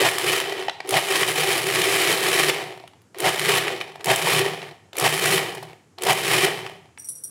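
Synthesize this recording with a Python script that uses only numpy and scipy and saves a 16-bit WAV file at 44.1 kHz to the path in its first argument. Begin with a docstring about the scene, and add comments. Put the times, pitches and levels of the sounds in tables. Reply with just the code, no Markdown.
"""A small kitchen, one microphone. A food processor pulses six times: lever taps and contact snaps come
ahead of later pulses, then the blade flings nut pieces against the plastic bowl (a random hail of rings
and cracks) over an induction motor's hum (narrow noise), and each burst coasts down to a few last knocks.
At the end chopped nuts are tipped into a glass bowl that rings high (decaying, beating sines).
Quiet room air (coloured noise) lies under it all, and sparse echoes answer the bowls."""
import sys
import numpy as np
from scipy import signal
from scipy.fft import rfft, irfft, next_fast_len
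from scipy.io import wavfile
from scipy.ndimage import uniform_filter1d

SR = 44100
rng = np.random.default_rng(int(sys.argv[2]) if len(sys.argv) > 2 else 0)


def gain_from_decibels(decibels):
    """Convert decibel values to linear amplitude factors."""
    exponent = np.asarray(decibels, float) / 20
    return 10 ** exponent


def wav_out(sig):
    """Save sig, one row per channel (or a flat mono array), as 16-bit PCM at SR to the path in sys.argv[1]."""
    wavfile.write(sys.argv[1], SR, np.round(np.clip(np.atleast_2d(sig).T, -1, 1) * 32767).astype(np.int16))


N = 321923
T = np.arange(N) / SR
BLOW_T = np.arange(2048) / SR  # time within one blow
SHAFT_HZ, PIECES_PER_S = 30.24, 5000  # the piece rate is for the full swirl
LOAD, HUM_LOAD, CRACKLE_LOAD = 2, 3, 4  # columns of the pulse table
# rise from contact to the kick: rattle_s, drumming_s, crackle_s, boom_s, hum_s
RISES_S = (.065, .056, .068, .03, .035)


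def evened(x):
    """Scales to rms 1."""
    return x / np.sqrt(np.mean(x ** 2) + 1e-20)


def read(points, hz):
    """Reads a spectrum table on a log-frequency axis."""
    f, value = np.transpose(points)
    return np.interp(np.log(hz + 1), np.log(f + 1), value)


def coloured(x, points):
    """Filters the last axis by a spectrum table."""
    hz = np.fft.rfftfreq(x.shape[-1], 1 / SR)
    return irfft(rfft(x) * gain_from_decibels(read(points, hz)), x.shape[-1])


def add(mix, s, sound):
    """Lays a sound into the mix at a time."""
    part = mix[round(s * SR):][:len(sound)]
    part += sound[:len(part)]


def effort(layer, rise_s, column):
    """Level in dB of one layer: a kick throws the pile up, a lull while it hangs, full swirl, coast-down."""
    # pushes of the pulse lever: contact_s, release_s, load_db, hum_db, crackle_db,
    # coasting time as a share of the usual
    pulses = [(-.005, 0.396, -1, -8, -1, 1.11), (0.893, 2.494, 0, -4.5, 0.2, 0.94),
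              (3.202, 3.584, 0.5, -3, 0, 1.14), (4.042, 4.395, 2, 2, 2, 0.89),
              (4.985, 5.368, 0.17, 1.5, 2.5, 0.92), (6.029, 6.451, 0.5, 2, 0.5, 0.94)]
    # the pile tumbles onto the blade (swell) or hangs on the wall (dip):
    # centre_s, half_length_s, change_db before the layer's share
    pile_surges = [(.001, 0.034, 10.5), (0.074, .02, 2), (0.213, .025, -0.5), (0.401, 0.0071, -5.5),
                   (0.621, 0.08, 5), (0.975, 0.013, 1), (1.116, 0.014, 3.5), (1.157, 0.015, 2.5),
                   (1.259, 0.023, -5.5), (1.294, .014, 0.5), (1.342, 0.022, -7.5), (1.464, .02, -3),
                   (1.631, 0.047, -5.5), (1.754, 0.055, -1.5), (2.106, 0.03, 2.5), (2.183, 0.037, -3.5),
                   (2.403, 0.014, 1.5), (2.499, 0.0059, 3), (4.033, 0.017, -11.5), (4.095, 0.031, -2),
                   (4.278, 0.019, 2), (4.675, 0.055, 3.5), (5.14, 0.058, 2.5), (5.243, 0.015, 1.5),
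                   (5.712, 0.042, 5), (6.324, 0.024, 1.5), (6.445, 0.012, 2.5)]
    wake_s, drop_s = .052, .02  # the lever shakes the machine before contact; the drive lets go
    kick_end_s, lull_s, lull_end_s, full_s = .082, .112, .19, .29  # after contact
    full, wake, contact, kick, lull, drop, coast, brake, share = layer
    surges = share * sum(db * np.exp(-((T - s) / half) ** 2) for s, half, db in pile_surges)
    level = np.full(N, -120.)
    for pulse in pulses:
        since = T - pulse[0]
        start = np.interp(since, [-wake_s, 0, rise_s, kick_end_s, lull_s, lull_end_s, full_s],
                          [wake, contact, kick, kick, lull, lull, 0])
        after = np.maximum(T - pulse[1], 0) / pulse[-1]
        fade = drop * (1 - np.exp(-after / drop_s)) - coast * after - brake * after ** 2
        pulse_level = full + pulse[column] + start + fade
        level = np.where(since > -wake_s, np.maximum(level, pulse_level), level)
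    return level + surges


def rings(modes, damping, detune, count):
    """One ring for each spot struck: every mode a little detuned, louder or softer, dying with its width."""
    hz, width, db = np.transpose(modes)
    t = BLOW_T[:, None]
    pitch, loudness, sign = rng.standard_normal((count, 1, len(hz), 3)).transpose(3, 0, 1, 2)
    share = gain_from_decibels(4 * loudness)
    share = share / np.sqrt((share ** 2).mean(0))
    size = gain_from_decibels(db) * share * np.sqrt(width) * np.sign(sign)  # wide modes die sooner, so start stronger
    decay = np.exp(-np.pi * damping * width * t)
    waves = size * decay * np.sin(2 * np.pi * hz * (1 + detune * pitch) * t)
    return waves.sum(2)


def blows(count=24):
    """One piece at each spot of the bowl: wall ring, drum ring, a short crack and the housing boom."""
    # three mode tables, each: pitch_hz, width_hz before damping, relative level_db
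    bowl_bottom = [(640, 360, -16), (695, 58, 1.5), (749, 34, 2.5), (907, 74, -1.5)]
    plastic_walls_and_lid = [(1128, 110, -0.5), (1266, 78, -6.5), (1904, 60, 2.5), (2200, 190, 3.5),
                             (2506, 90, 2), (3010, 200, -2), (3056, 85, 5), (3430, 57, -3.5),
                             (4100, 520, -1.5)]
    housing_under_bowl = [(364, 23.4, -3.5), (379, 16.2, 4), (431, 39, -9), (475.6, 30, -3)]
    # spectrum of the crack: frequency_hz, relative level_db per Hz
    crack_spectrum = [(530, -50), (900, -11.5), (1270, -2.5), (1380, -6), (2500, -1.5), (2760, -4.5),
                      (6460, -17), (10100, -14.5), (15200, -23), (16500, -28.5)]
    burst = rng.standard_normal((count, 2048)) * np.exp(-BLOW_T / 0.0019)
    crack = evened(coloured(np.roll(burst, 64, axis=1), crack_spectrum))
    low = signal.butter(4, 6000, fs=SR, output="sos")
    high = signal.butter(4, 6000, "high", fs=SR, output="sos")
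    floor = signal.butter(5, 310., "high", fs=SR, output="sos")  # a small housing radiates no bass
    walls = evened(rings(plastic_walls_and_lid, .9, 0.021, count))
    walls = walls + gain_from_decibels(2.5) * signal.sosfilt(low, crack)
    drum = rings(bowl_bottom, 1.59, 0.032, count)
    boom = rings(housing_under_bowl, 1.59, 0.032, count)
    kinds = [signal.sosfilt(floor, walls), signal.sosfilt(floor, drum),
             signal.sosfilt(high, crack), signal.sosfilt(floor, boom)]
    return [evened(kind) for kind in kinds]


def swirl(kinds):
    """A hail of pieces, bunched by the two blade arms; it thins out as the blade coasts."""
    # effort of each layer: full_db; against it wake_db, contact_db, kick_db, lull_db, release_db;
    # coast in dB/s, braking in dB/s2, share of the surges
    rattle = (-22., -29, -16.5, 3.5, -8, -6, 41.5, 117, 1.64)
    drumming = (-31., -17, -11, 11, -3.5, -1.3, 26.5, 86, 0.92)
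    crackle = (-29, -42.5, -15, 1, -7.5, -12.5, 53, 101, 1.4)
    boom = (-26.5, -19.5, -6.5, -1, -8.5, -.6, 54, 71.5, 1.38)
    layers = rattle, drumming, crackle, boom
    columns = LOAD, LOAD, CRACKLE_LOAD, LOAD
    levels = [effort(*row) for row in zip(layers, RISES_S, columns)]
    speed = np.clip(gain_from_decibels(0.72 * (levels[0] + 23)), .03, 1)  # taken from the rattle level
    arms = 1 + 0.085 * np.cos(2 * np.pi * 2 * SHAFT_HZ * T)
    slow_noise = uniform_filter1d(uniform_filter1d(rng.standard_normal(N), 350), 350)
    clumps = gain_from_decibels(1.12 * evened(slow_noise))
    rate = PIECES_PER_S * speed
    # a sparser hail has a wider spread of sizes
    piece_db = (3.5 + 0.28 * (1 - speed)) * np.minimum(rng.exponential(1, N), 5)
    hits = (rng.random(N) < rate / SR) * gain_from_decibels(piece_db)
    hits *= arms * clumps / np.sqrt(rate)
    # each hit lands on a random spot; each spot's train of hits is convolved with its own blow
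    spots = len(kinds[0])
    spot = rng.integers(0, spots, N)
    size = next_fast_len(N + 2048)
    trains = rfft(hits * (spot == np.arange(spots)[:, None]), size)
    sounds = (irfft((trains * rfft(kind, size)).sum(0), size)[:N] for kind in kinds)
    return sum(gain_from_decibels(level) * evened(sound) for level, sound in zip(levels, sounds))


def knocks(kinds):
    """Large pieces and the lever strike the same bowl, each with a few quick rebounds."""
    # single knocks of large pieces: time_s, wall_db, then drum_db and crackle_db against the wall
    large_pieces = [(.0885, -9, -15, -5), (.1835, -9, -15, -3.5), (.288, -11, -13, -11.5),
                    (.4015, -7, -15, -6.5), (0.684, -12, 0.5, -44), (0.6964, -8.5, -15, -44),
                    (0.8041, -16, -6, -31), (0.924, -17, -19, -8), (.941, -6, -5.5, -10),
                    (1.2324, -2, -19.5, -25), (1.579, -12.5, -24, 1), (1.668, -9.5, -19, -5),
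                    (1.7005, -10, -18, -8), (1.759, -7, -20.5, -11), (1.818, -7, -21, -11),
                    (2.176, -12.5, -22, -8), (2.8389, -35.5, 7.5, -24), (2.8767, -30, -12, -12),
                    (2.9347, -39, -5, -23), (3.018, -50.5, -19, 1), (3.395, -6, -33.5, -5),
                    (3.4156, -9.5, -18.5, -16), (3.681, -5.5, -32, -20), (3.8122, -10.5, -27.5, -23),
                    (3.8921, -37, 3, -14), (3.9574, -28.5, 0.5, -14), (4.1599, -15.5, -12.5, 6),
                    (4.272, -7, -4, -22), (4.577, -32, -3, -23), (4.6183, -20, -28.5, -30),
                    (5.5494, -30.5, 4, 4.5), (5.6275, -30.5, 3.5, -3), (6.1294, -14.5, -32, 3),
                    (6.4745, -16.5, 1.5, -20), (6.6648, -16, -25, -22), (6.9763, -27, -15, -23)]
    # the lever bottoms out with a dull tap: time_s, wall_db
    lever_taps = [(3.1463, -25), (4.0093, -26), (4.9317, -23), (5.9856, -22.5)]
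    # its contacts snap: time_s, crackle_db
    contact_snaps = [(.874, -29), (0.8912, -13), (0.9078, -10.5), (3.185, -23), (3.203, -10.5),
                     (4.044, -12), (4.0584, -14), (4.968, -17), (4.9836, -10), (4.998, -9.5),
                     (6.021, -17.5), (6.035, -10), (6.0505, -18.5)]
    snap_wall_db = -4.5  # against the crackle
    taps = [(s, db, -12, -18) for s, db in lever_taps]
    snaps = [(s, db + snap_wall_db, -20, -snap_wall_db) for s, db in contact_snaps]
    damping = np.exp(-BLOW_T / .006)  # a large piece stays in touch and damps the wall
    out = np.zeros(N)
    for k, (s, wall_db, drum_db, crackle_db) in enumerate(large_pieces + taps + snaps):
        spot_blows = [kind[k % len(kind)] for kind in kinds[:3]]
        wall, drum, crack = (blow / abs(blow).max() for blow in spot_blows)
        rebounds = np.zeros(400)
        rebounds[rng.integers(20, 400, 6)] = 0.2 * rng.uniform(-0.091, 1, 6)
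        rebounds[0] = 1
        strike = wall * damping + gain_from_decibels(drum_db) * drum + gain_from_decibels(crackle_db) * crack
        add(out, s - .001, gain_from_decibels(wall_db) * np.convolve(strike, rebounds))  # the crack starts 1.5 ms in
    return out


def motor():
    """Wavering hum lines of the induction motor: narrow noise around each frequency."""
    # twice the mains, fifth shaft order, counter: pitch_hz, width_hz, relative level_db
    hum_lines = [(119.5, 8, -3), (149.5, 8, 0), (172, 40, -2)]
    # effort of the hum: full_db; against it wake_db, contact_db, kick_db, lull_db, release_db;
    # coast in dB/s, braking in dB/s2, share of the surges
    humming = (-34.5, -32, -24., 3, -5.5, -6.5, 7, 89, .6)
    hz = np.fft.rfftfreq(N, 1 / SR)
    white = rfft(rng.standard_normal(N))
    hum = np.zeros(N)
    for f, width, db in hum_lines:
        line = irfft(white / (1 + (2 * (hz - f) / width) ** 2), N)
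        hum += gain_from_decibels(db) * evened(line)
    return gain_from_decibels(effort(humming, RISES_S[-1], HUM_LOAD)) * evened(hum)


def glass():
    """Each nut rings the high modes of the glass bowl in a new mix; crumbs patter in between."""
    # nuts landing in the bowl: time_s, peak_db, lift_db of the modes above 9500 Hz
    nut_pings = [(6.984, -33, -7), (6.996, -26.5, -5), (7.0194, -32.5, -3), (7.0442, -25, -1),
                 (7.071, -31, 5), (7.0865, -14.5, -2), (7.1528, -25.5, -1), (7.174, -30, -2),
                 (7.2366, -19.5, 1), (7.25, -28, -1), (7.28, -33, -6)]
    # glass modes, mostly close pairs that beat: pitch_hz, level_db, t60_s
    glass_modes = [(1450, -34, .03), (1650, -36, .03), (5749, -3, .09), (5800, -7, .11), (5856, -13, .1),
                   (7795, -15, .14), (7962, -13, .14), (8705, -9, .14), (8839, 0, .11), (8952, -5, .11),
                   (9900, -11, .14), (10008, -5, .14), (10083, -10, .14), (11617, -10, .12),
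                   (11763, -9, .12), (12645, -20, .1), (12790, -22, .1), (14594, -27, .1), (15671, -21, .1)]
    # slowest mode, kept singing without decay: pitch_hz, rms_db, start_s
    glass_bell = (517, -69, 7.0)
    hz, db, t60 = np.transpose(glass_modes)
    t = np.arange(SR // 3)[:, None] / SR
    rise = np.minimum(t[:, 0] / .0015, 1)
    grit_band = signal.butter(2, [4500., 12500.], "band", fs=SR, output="sos")
    grit_decay = np.exp(-t[:3000, 0] / 0.016)
    crumb_draws = zip(rng.uniform(6.99, 7.3, 60), rng.exponential(1, 60))
    crumbs = [(s, -47 + 4 * size, 1.5) for s, size in crumb_draws]
    out = np.zeros(N)
    for s, peak_db, bright_db in nut_pings + crumbs:
        mix_db, phase = rng.standard_normal((2, len(hz)))
        mode_db = db + bright_db * (hz > 9500) + 3 * mix_db
        ping = (gain_from_decibels(mode_db - 60 * t / t60) * np.sin(2 * np.pi * hz * t + phase)).sum(1)
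        add(out, s, gain_from_decibels(peak_db) * ping / abs(ping).max() * rise)
        grit = signal.sosfilt(grit_band, rng.standard_normal(3000)) * grit_decay
        add(out, s, gain_from_decibels(peak_db - 23.5) * grit)  # crumbs scatter
    f, bell_db, start = glass_bell
    bell = np.sqrt(2) * np.sin(2 * np.pi * f * T) * np.clip((T - start) / 0.04, 0, 1)
    return out + gain_from_decibels(bell_db) * bell


def kitchen(x):
    """Sparse echoes of random sign, each band dying at its own speed."""
    # decay of the small kitchen: frequency_hz, t60_s
    room_decay = [(250, 0.36), (2000, 0.64), (10000, 0.53)]
    taps = np.zeros(SR // 2)
    at = np.arange(200, SR // 2 - 20, 20)
    taps[at + rng.integers(0, 20, len(at))] = rng.choice([-1., 1.], len(at))
    hz, t, z = signal.stft(taps, SR, nperseg=256)
    decay = gain_from_decibels(-60 * t / read(room_decay, hz)[:, None])
    tail = signal.istft(z * decay, SR, nperseg=256)[1]
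    return signal.fftconvolve(x, tail / np.linalg.norm(tail))[:N]


def room_air():
    """Quiet air of the room: steady noise, strongest in the bass."""
    # spectrum of the air: frequency_hz, relative level_db per Hz
    air_spectrum = [(35, -24.5), (80, 1.5), (100, 5), (135, -2), (283, -6), (384, -6), (573, -14.5),
                    (1690, -21), (1940, -25), (3420, -29.5), (7250, -25.5), (10300, -33), (13000, -41),
                    (16500, -58)]
    return gain_from_decibels(-56.5) * evened(coloured(rng.standard_normal(N), air_spectrum))


def scene():
    """Processor and glass close to the microphone, with kitchen echoes, over quiet room air."""
    kinds = blows()
    near = swirl(kinds) + knocks(kinds) + glass()
    room = gain_from_decibels(-10) * kitchen(near)
    return (near + room + motor() + room_air())[None]


def low_pass(x):
    """Removes everything above the highest recorded frequency."""
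    return signal.sosfilt(signal.butter(12, 16850, fs=SR, output="sos"), x)


def record(dry):
    """Bass cut of the microphone, soft overload on the loudest cracks, then a band limit."""
    bass_cut = signal.butter(5, 88., "high", fs=SR, output="sos")
    band_limit = signal.ellip(8, .5, 40, 15900, fs=SR, output="sos")
    overloaded = 0.67 * np.tanh(signal.sosfilt(bass_cut, dry) / 0.68)
    return low_pass(signal.sosfilt(band_limit, overloaded))


dry = scene()
out = record(dry)
wav_out(out)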